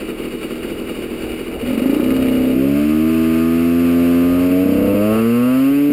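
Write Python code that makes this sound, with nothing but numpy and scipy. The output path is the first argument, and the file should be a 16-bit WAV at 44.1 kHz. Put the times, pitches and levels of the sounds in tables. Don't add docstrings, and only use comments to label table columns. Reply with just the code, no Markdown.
import sys
import numpy as np
from scipy import signal
from scipy.fft import rfft, irfft, next_fast_len
from scipy.io import wavfile
from scipy.ndimage import uniform_filter1d, map_coordinates

SR = 44100
rng = np.random.default_rng(int(sys.argv[2]) if len(sys.argv) > 2 else 0)


def volts_from_db(level):
    exponent = np.asarray(level, float) / 20
    return 10 ** exponent


def persist_wave(psi):
    counts = np.round(np.clip(psi, -1, 1) * 32767).astype(np.int16)
    wavfile.write(sys.argv[1], SR, np.atleast_2d(counts).T)


N = 261072
T = np.arange(N) / SR


def unit(x):
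    return x / np.sqrt(np.mean(x ** 2) + 1e-20)


def steady(x, span):
    size = int(span * SR)
    power = uniform_filter1d(uniform_filter1d(x * x, size), size)
    return x / np.sqrt(np.abs(power) + 1e-12)


def curves(rows):
    s, *columns = np.transpose(rows)
    return [np.interp(T, s, column) for column in columns]


def wobble(rate):
    knots = rng.standard_normal(int(N * rate / SR) + 4)
    return map_coordinates(knots, [T * rate])


def passing(centre_s, width_s):
    return np.exp(-((T - centre_s) / width_s) ** 4)


def filtered(x, response):
    m = 2 * next_fast_len(N // 2 + SR // 4)
    return irfft(rfft(x, m) * response(np.fft.rfftfreq(m, 1 / SR)), m)[:N]


def modes(table):
    def response(f):
        total = 0
        for k, (centre, width, db) in enumerate(table):
            damping = 1j * f * width
            total = total + (-1) ** k * volts_from_db(db) * damping / (centre * centre - f * f + damping)
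        return total
    return response


def spectrum_gain(spectrum, hz):
    f, db = np.transpose(spectrum)
    return volts_from_db(np.interp(np.log(hz + 1), np.log(f), db))


def coloured(spectrum, x):
    return unit(filtered(x, lambda hz: spectrum_gain(spectrum, hz)))


def causal(spectrum):
    def response(hz):
        cepstrum = irfft(np.log(spectrum_gain(spectrum, hz)))
        cepstrum[1:len(hz) - 1] *= 2
        cepstrum[len(hz):] = 0
        return np.exp(rfft(cepstrum))
    return response


# frequency in Hz, level in dB per Hz.
RUMBLE = [(12, -11), (25, -28), (50, 3), (100, -6), (200, -19.5), (400, -0.5), (800, -14.5), (2000, -59)]


def road():
    left_s, fade_db_per_s = 2.56, 25
    near = volts_from_db(-fade_db_per_s * np.clip(T - left_s, 0, None))
    idle_hz, hum_db, rumble_db = 28, -40, -38
    hum = np.sqrt(2) * near * volts_from_db(hum_db + 0.46 * wobble(3.9)) * np.sin(2 * np.pi * idle_hz * T)
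    gust_s, gust_wide_s, gust_db = 4.87, 0.78, -34
    gust = volts_from_db(gust_db) * np.exp(-((T - gust_s) / gust_wide_s) ** 2)
    flutter = volts_from_db(4.6 * wobble(9.1))
    return hum + (volts_from_db(rumble_db) * near + gust) * flutter * coloured(RUMBLE, rng.standard_normal(N))


# start in seconds, peak in dB.
PINGS = [(1.7944, -20), (1.946, -17), (2.0423, -18.5), (2.1053, -15), (2.164, -14), (2.2243, -15),
         (2.2844, -19), (2.35, -24), (2.4095, -27), (2.475, -88), (2.5351, -38)]


def add_pings(metal):
    t = np.arange(600) / SR
    for s, db in PINGS:
        decay = volts_from_db(db + 29 - 60 * t / 0.015)
        metal[round(s * SR):][:len(t)] += decay * rng.standard_normal(len(t))


# frequency in Hz, level in dB per Hz.
RATTLE = [(380, -1.5), (650, -1), (747, -14), (858, -9), (950, -19), (1070, -6), (1220, -10), (1340, -3.5),
          (1780, -11.5), (2190, -4), (2810, -5), (3510, -19.5), (4110, -19.5), (4760, -18), (5950, -30),
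          (7740, -77), (13100, -120)]
# centre in Hz, width in Hz, level in dB.
FINS_SLIP = [(1920, 100, -14.5), (2220, 19, 6), (2348, 34, -0.5), (2890, 44, 13), (3385, 42, 0.5),
             (3726, 77, 12.5), (4470, 64, 5), (4660, 82, 10)]
# centre in Hz, width in Hz, level in dB.
FINS_MOVING = [(1550, 13, 1.2), (2050, 42, 4.7), (2527, 18, 1.3), (2673, 22, 8.8), (3066, 12, 2),
               (3920, 19, 6.3), (4660, 24, 7.5), (5160, 52, 10)]


def rattle(size, phase, pulses, locked, slipping, throttle, pull_db):
    jolt = uniform_filter1d(size, size=600) * (1 + .4 * np.exp(-2.5 * phase))
    shake = steady(.3 + jolt, .2)
    loose = shake * volts_from_db(0.97 * wobble(8.3) + 0.77 * wobble(24.92)) * rng.standard_normal(N)
    knocks = filtered(pulses, lambda hz: 1 / (1 + (hz / 9000) ** 4))
    metal = np.sqrt(locked) * knocks + np.sqrt(1 - locked) * loose
    add_pings(metal)
    ring_slip = filtered(metal, modes(FINS_SLIP))
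    ring_moving = filtered(metal, modes(FINS_MOVING))
    metal += slipping * ring_slip + (1 - slipping) * ring_moving
    idle_db, load_db, pull_share = -33.5, 2.5, 0.11
    level = volts_from_db(idle_db + (load_db + pull_share * pull_db) * throttle)
    return level * steady(coloured(RATTLE, metal), 0.55)


# level in dB, phase in turns.
WHINE = [(-29, 0.28), (-27.5, 0.29)]


def whine(angle):
    orders = [2, 8]
    tones = sum(volts_from_db(db) * np.sin(2 * np.pi * (order * angle + lag))
                for order, (db, lag) in zip(orders, WHINE))
    return passing(2.72, .17) * tones


def climb_howl(size, angle, climb):
    order, level_db, lag_turns = 5, -19, 0.28
    tone = np.sin(2 * np.pi * (order * angle + lag_turns))
    return uniform_filter1d(size, size=300) * climb * volts_from_db(level_db) * tone


# centre in Hz, width in Hz, level in dB.
RASP = [(1040, 15, 6.5), (1237.5, 39, 16.5), (1447, 130, -17), (1726, 56, 7.5), (2310, 210, -18),
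        (2616, 630, -7)]
# centre in Hz, width in Hz, level in dB.
RASP_HOT = [(1110, 110, 8), (1330, 94, 12.5), (1730, 260, -9.5), (2420, 360, -5), (2730, 110, 2)]


def rasp(ring, hot, throttle, level_db, pull_db):
    idle_db, under_exhaust_db = -51, -25.5
    rasp_db = idle_db + throttle * (level_db + pull_db + under_exhaust_db - idle_db)
    cool_ring = unit(ring(modes(RASP), 2.5))
    hot_ring = unit(ring(modes(RASP_HOT), 3))
    return volts_from_db(rasp_db) * ((1 - hot) * cool_ring + hot * hot_ring)


# frequency in Hz, level in dB.
BARK_SLIP = [(220, -46.5), (375, 2.5), (455, 3), (510, -10), (546, 4.5), (580, -4), (620, -13), (661, -22),
             (701, -32), (840, -20.5), (960, -26), (1250, -56), (2110, -120)]
# frequency in Hz, level in dB.
BARK_WARM = [(220, -18.5), (370, -3), (405, 10.5), (430, 5), (480, 6), (515, -7), (545, 2), (585, -7),
             (625, 0.5), (665, -4.5), (740, -20.5), (850, -26), (960, -38), (6000, -140)]
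# frequency in Hz, level in dB.
BARK_HOT = [(220, -55.5), (335, -42), (385, -16), (448, 2.5), (502, 1.5), (573, -6), (640, -1.5),
            (706, -26), (741, -20), (817, -40), (891, -23), (960, -46), (1250, -24), (2110, -120)]
BARK_DB = [-11.5, -13, -7.5]


def bark(ring, stages, level_db, bite_db):
    total = 0
    for stage, colour, db in zip(stages, [BARK_SLIP, BARK_WARM, BARK_HOT], BARK_DB):
        total = total + stage * volts_from_db(level_db + bite_db + db) * unit(ring(causal(colour), 1.7))
    return total


# frequency in Hz, level in dB.
BOOM_SLIP = [(20, -72), (40, -34), (65, -31.5), (130, -30.5), (195, -28.5), (228, -10), (258, -10),
             (295, -15), (330, -21), (390, -26), (6000, -120)]
# frequency in Hz, level in dB.
BOOM_WARM = [(20, -82), (40, -39.5), (85, -30), (125, -33), (158, -32.5), (175, -28), (210, -21),
             (238, -17), (258, -12.5), (285, -12), (325, -14), (380, -37.5), (500, -65.5), (6000, -100)]
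# frequency in Hz, level in dB.
BOOM_HOT = [(20, -63), (60, -40), (100, -26.5), (120, -24.5), (145, -35.5), (175, -24.5), (200, -17),
            (225, -11), (270, -8), (296, -13.5), (315, -19), (345, -20), (385, -33.5), (6000, -140)]
# centre in Hz, width in Hz, level in dB.
THUD = [(270, 120, 0)]


def boom(ring, bangs, stages, climb, level_db):
    body = sum(stage * unit(ring(causal(colour), 0.29))
               for stage, colour in zip(stages, [BOOM_SLIP, BOOM_WARM, BOOM_HOT]))
    thud = unit(filtered(bangs, lambda hz: modes(THUD)(hz) ** 2))
    body += .75 * climb * (thud - body)
    return volts_from_db(level_db) * steady(body, .2)


# start in seconds, extra size.
LUMPS = [(.017, 0.36), (0.105, 0.4), (0.205, 0.43), (0.261, 0.55), (.343, 0.37), (.444, 0.41), (.52, 0.37),
         (.584, 0.17), (0.653, 0.43), (0.719, 0.42), (0.807, 0.28), (0.906, 0.36), (0.979, 0.42),
         (1.045, 0.3), (1.122, 0.18), (1.239, 0.21), (1.326, 0.27), (1.408, 0.27), (1.491, 0.22),
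         (1.543, 0.35), (1.624, 0.66), (1.686, 0.74)]


def lumps(early_s):
    thump_s = .017
    base = .36 + .64 * (T > LUMPS[-1][0])
    return base + sum(extra * 1.3 * np.exp(-((T - s + early_s) / thump_s) ** 2) for s, extra in LUMPS)


# frequency in Hz, level in dB.
TICKOVER = [(20, -71), (120, -55.5), (200, -42.5), (240, -35.5), (280, -41.5), (320, -34.5), (410, -38.5),
            (500, -43), (650, -60), (900, -62), (6000, -100)]


def tickover(ring):
    return volts_from_db(-25.5) * steady(ring(causal(TICKOVER), 1.0) * lumps(0) ** .45, 0.11)


# start in seconds, end in seconds, one weak turn in so many, share lost by that turn,
# share gained by the next.
SKIPS = [
    (1.744, 2.097, 2, .62, .45),
    (2.112, 2.535, 2, .45, .2),
    (4.474, 4.5, 3, .8, .3),
    (4.627, 4.866, 3, .9, .3),
    (4.907, 4.93, 3, .9, .3),
    (5.873, 5.889, 3, .6, .4),
]


def charge(turn):
    size = lumps(.014)
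    for start, end, every, loss, gain in SKIPS:
        first = turn[round(start * SR)] + 1
        place = (turn - first) % every
        change = gain * (place == 1) - loss * (place == 0)
        size *= 1 + change * (T >= start) * (T < end)
    return size * volts_from_db(0.15 * rng.standard_normal(N // 50)[turn.astype(int)])


# delay in seconds, share.
CHAMBER = [(.0031, .45), (.0067, .45), (.0131, .35)]


def chamber(hz):
    response = 1
    for s, share in CHAMBER:
        delay = np.exp(-2j * np.pi * hz * s)
        response = response * (delay - share) / (1 - share * delay)
    return response


# time in seconds, turns per second.
SPEED = [(1.6, 40.5), (1.7, 42.3), (1.78, 46.0), (1.95, 59.1), (2.1, 65.9), (2.35, 63.7), (2.53, 64.8),
         (2.87, 76.8), (3.08, 80.8), (3.3, 81.1), (3.75, 84.9), (4.15, 86.0), (4.47, 90.3), (4.94, 101.2),
         (5.22, 115.0), (5.38, 121.3), (5.74, 142.0), (5.92, 146.5)]
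ROUGH = [(42, .2, .1), (45, .03, .1), (64, .015, .3), (72, .012, .35), (100, .01, .45), (110, .006, .75)]


def crank(throttle):
    hunt = 1 + .02 * (1 - throttle) * wobble(6)
    speed = uniform_filter1d(curves(SPEED)[0], size=3000) * hunt
    knots, *columns = np.transpose(ROUGH)
    rough, locked = [np.interp(speed, knots, column) for column in columns]
    angle = np.cumsum(speed * (1 + .03 * rough * wobble(20))) / SR + .7
    return angle, rough, locked


# time in seconds, exhaust level in dB, bite in dB that lifts the bark,
# pull in dB that lifts rasp and rattle.
EFFORT = [(1.6, -15.5, -2, -8), (1.76, -19.5, 5, 2), (2.1, -15, 2.5, 3), (2.55, -14.5, 4.5, -3),
          (2.9, -13.5, -0.5, 4), (3.5, -14, 2.5, 6.5), (4.15, -12, 5, 5.5), (4.4, -13.5, 4, 7.5),
          (4.65, -13, 3, 0), (4.8, -14.5, 4.5, 3.5), (4.97, -15.5, 7, 5.5), (5.17, -15, 2.5, 13.5),
          (5.3, -14, -2, 6.5), (5.5, -13, -5, 9.5), (5.72, -12, -5, -1.5), (5.92, -12, -5, -19)]
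# time in seconds, heat (0 clutch slipping, 1 warm, 2 hot).
HEAT = [
    (2.53, 0.06),
    (2.56, 1.17),
    (4.3, 1.31),
    (4.6, 1.63),
    (5.05, 1.94),
]


def engine():
    open_s, open_takes_s = 1.6, .11
    throttle = np.clip((T - open_s) / open_takes_s, 0, 1)
    angle, rough, locked = crank(throttle)
    turn = np.floor(angle)
    phase = angle - turn
    size = charge(turn)
    level_db, bite_db, pull_db = curves(EFFORT)

    bangs = steady(size * np.diff(turn, prepend=0), .2)
    pulses = filtered(bangs, chamber)
    gas = steady(size * np.exp(-2 * phase) * rng.standard_normal(N), .2)

    def ring(response, roughness):
        share = np.clip(roughness * rough, 0, .9)
        return filtered(np.sqrt(1 - share) * pulses + np.sqrt(share) * gas, response)

    heat, = curves(HEAT)
    stages = [np.clip(1 - np.abs(heat - k), 0, 1) for k in range(3)]
    climb = passing(1.9, .2)
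    load = boom(ring, bangs, stages, climb, level_db) + bark(ring, stages, level_db, bite_db)
    load += climb_howl(size, angle, climb) + whine(angle)
    exhaust = throttle * load + (1 - throttle) * tickover(ring)
    exhaust += rasp(ring, stages[2], throttle, level_db, pull_db)
    return exhaust + rattle(size, phase, pulses, locked, stages[0], throttle, pull_db)


def scene():
    return (road() + engine())[None]


def band_limit(x):
    return signal.sosfilt(signal.butter(12, 15720, fs=SR, output="sos"), x)


def record(dry):
    soft = dry / (1 + np.abs(dry / .75) ** 4) ** .25
    low_hz = 24
    soft = filtered(soft[0], lambda hz: 1j * hz / (low_hz + 1j * hz))[None]
    sampled = signal.resample_poly(soft, 40, 147, axis=1)
    held = np.repeat(sampled, 4, axis=1)
    mix = signal.resample_poly(held, 147, 160, axis=1)[:, :N]
    return band_limit(mix)


dry = scene()
out = record(dry)
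persist_wave(out)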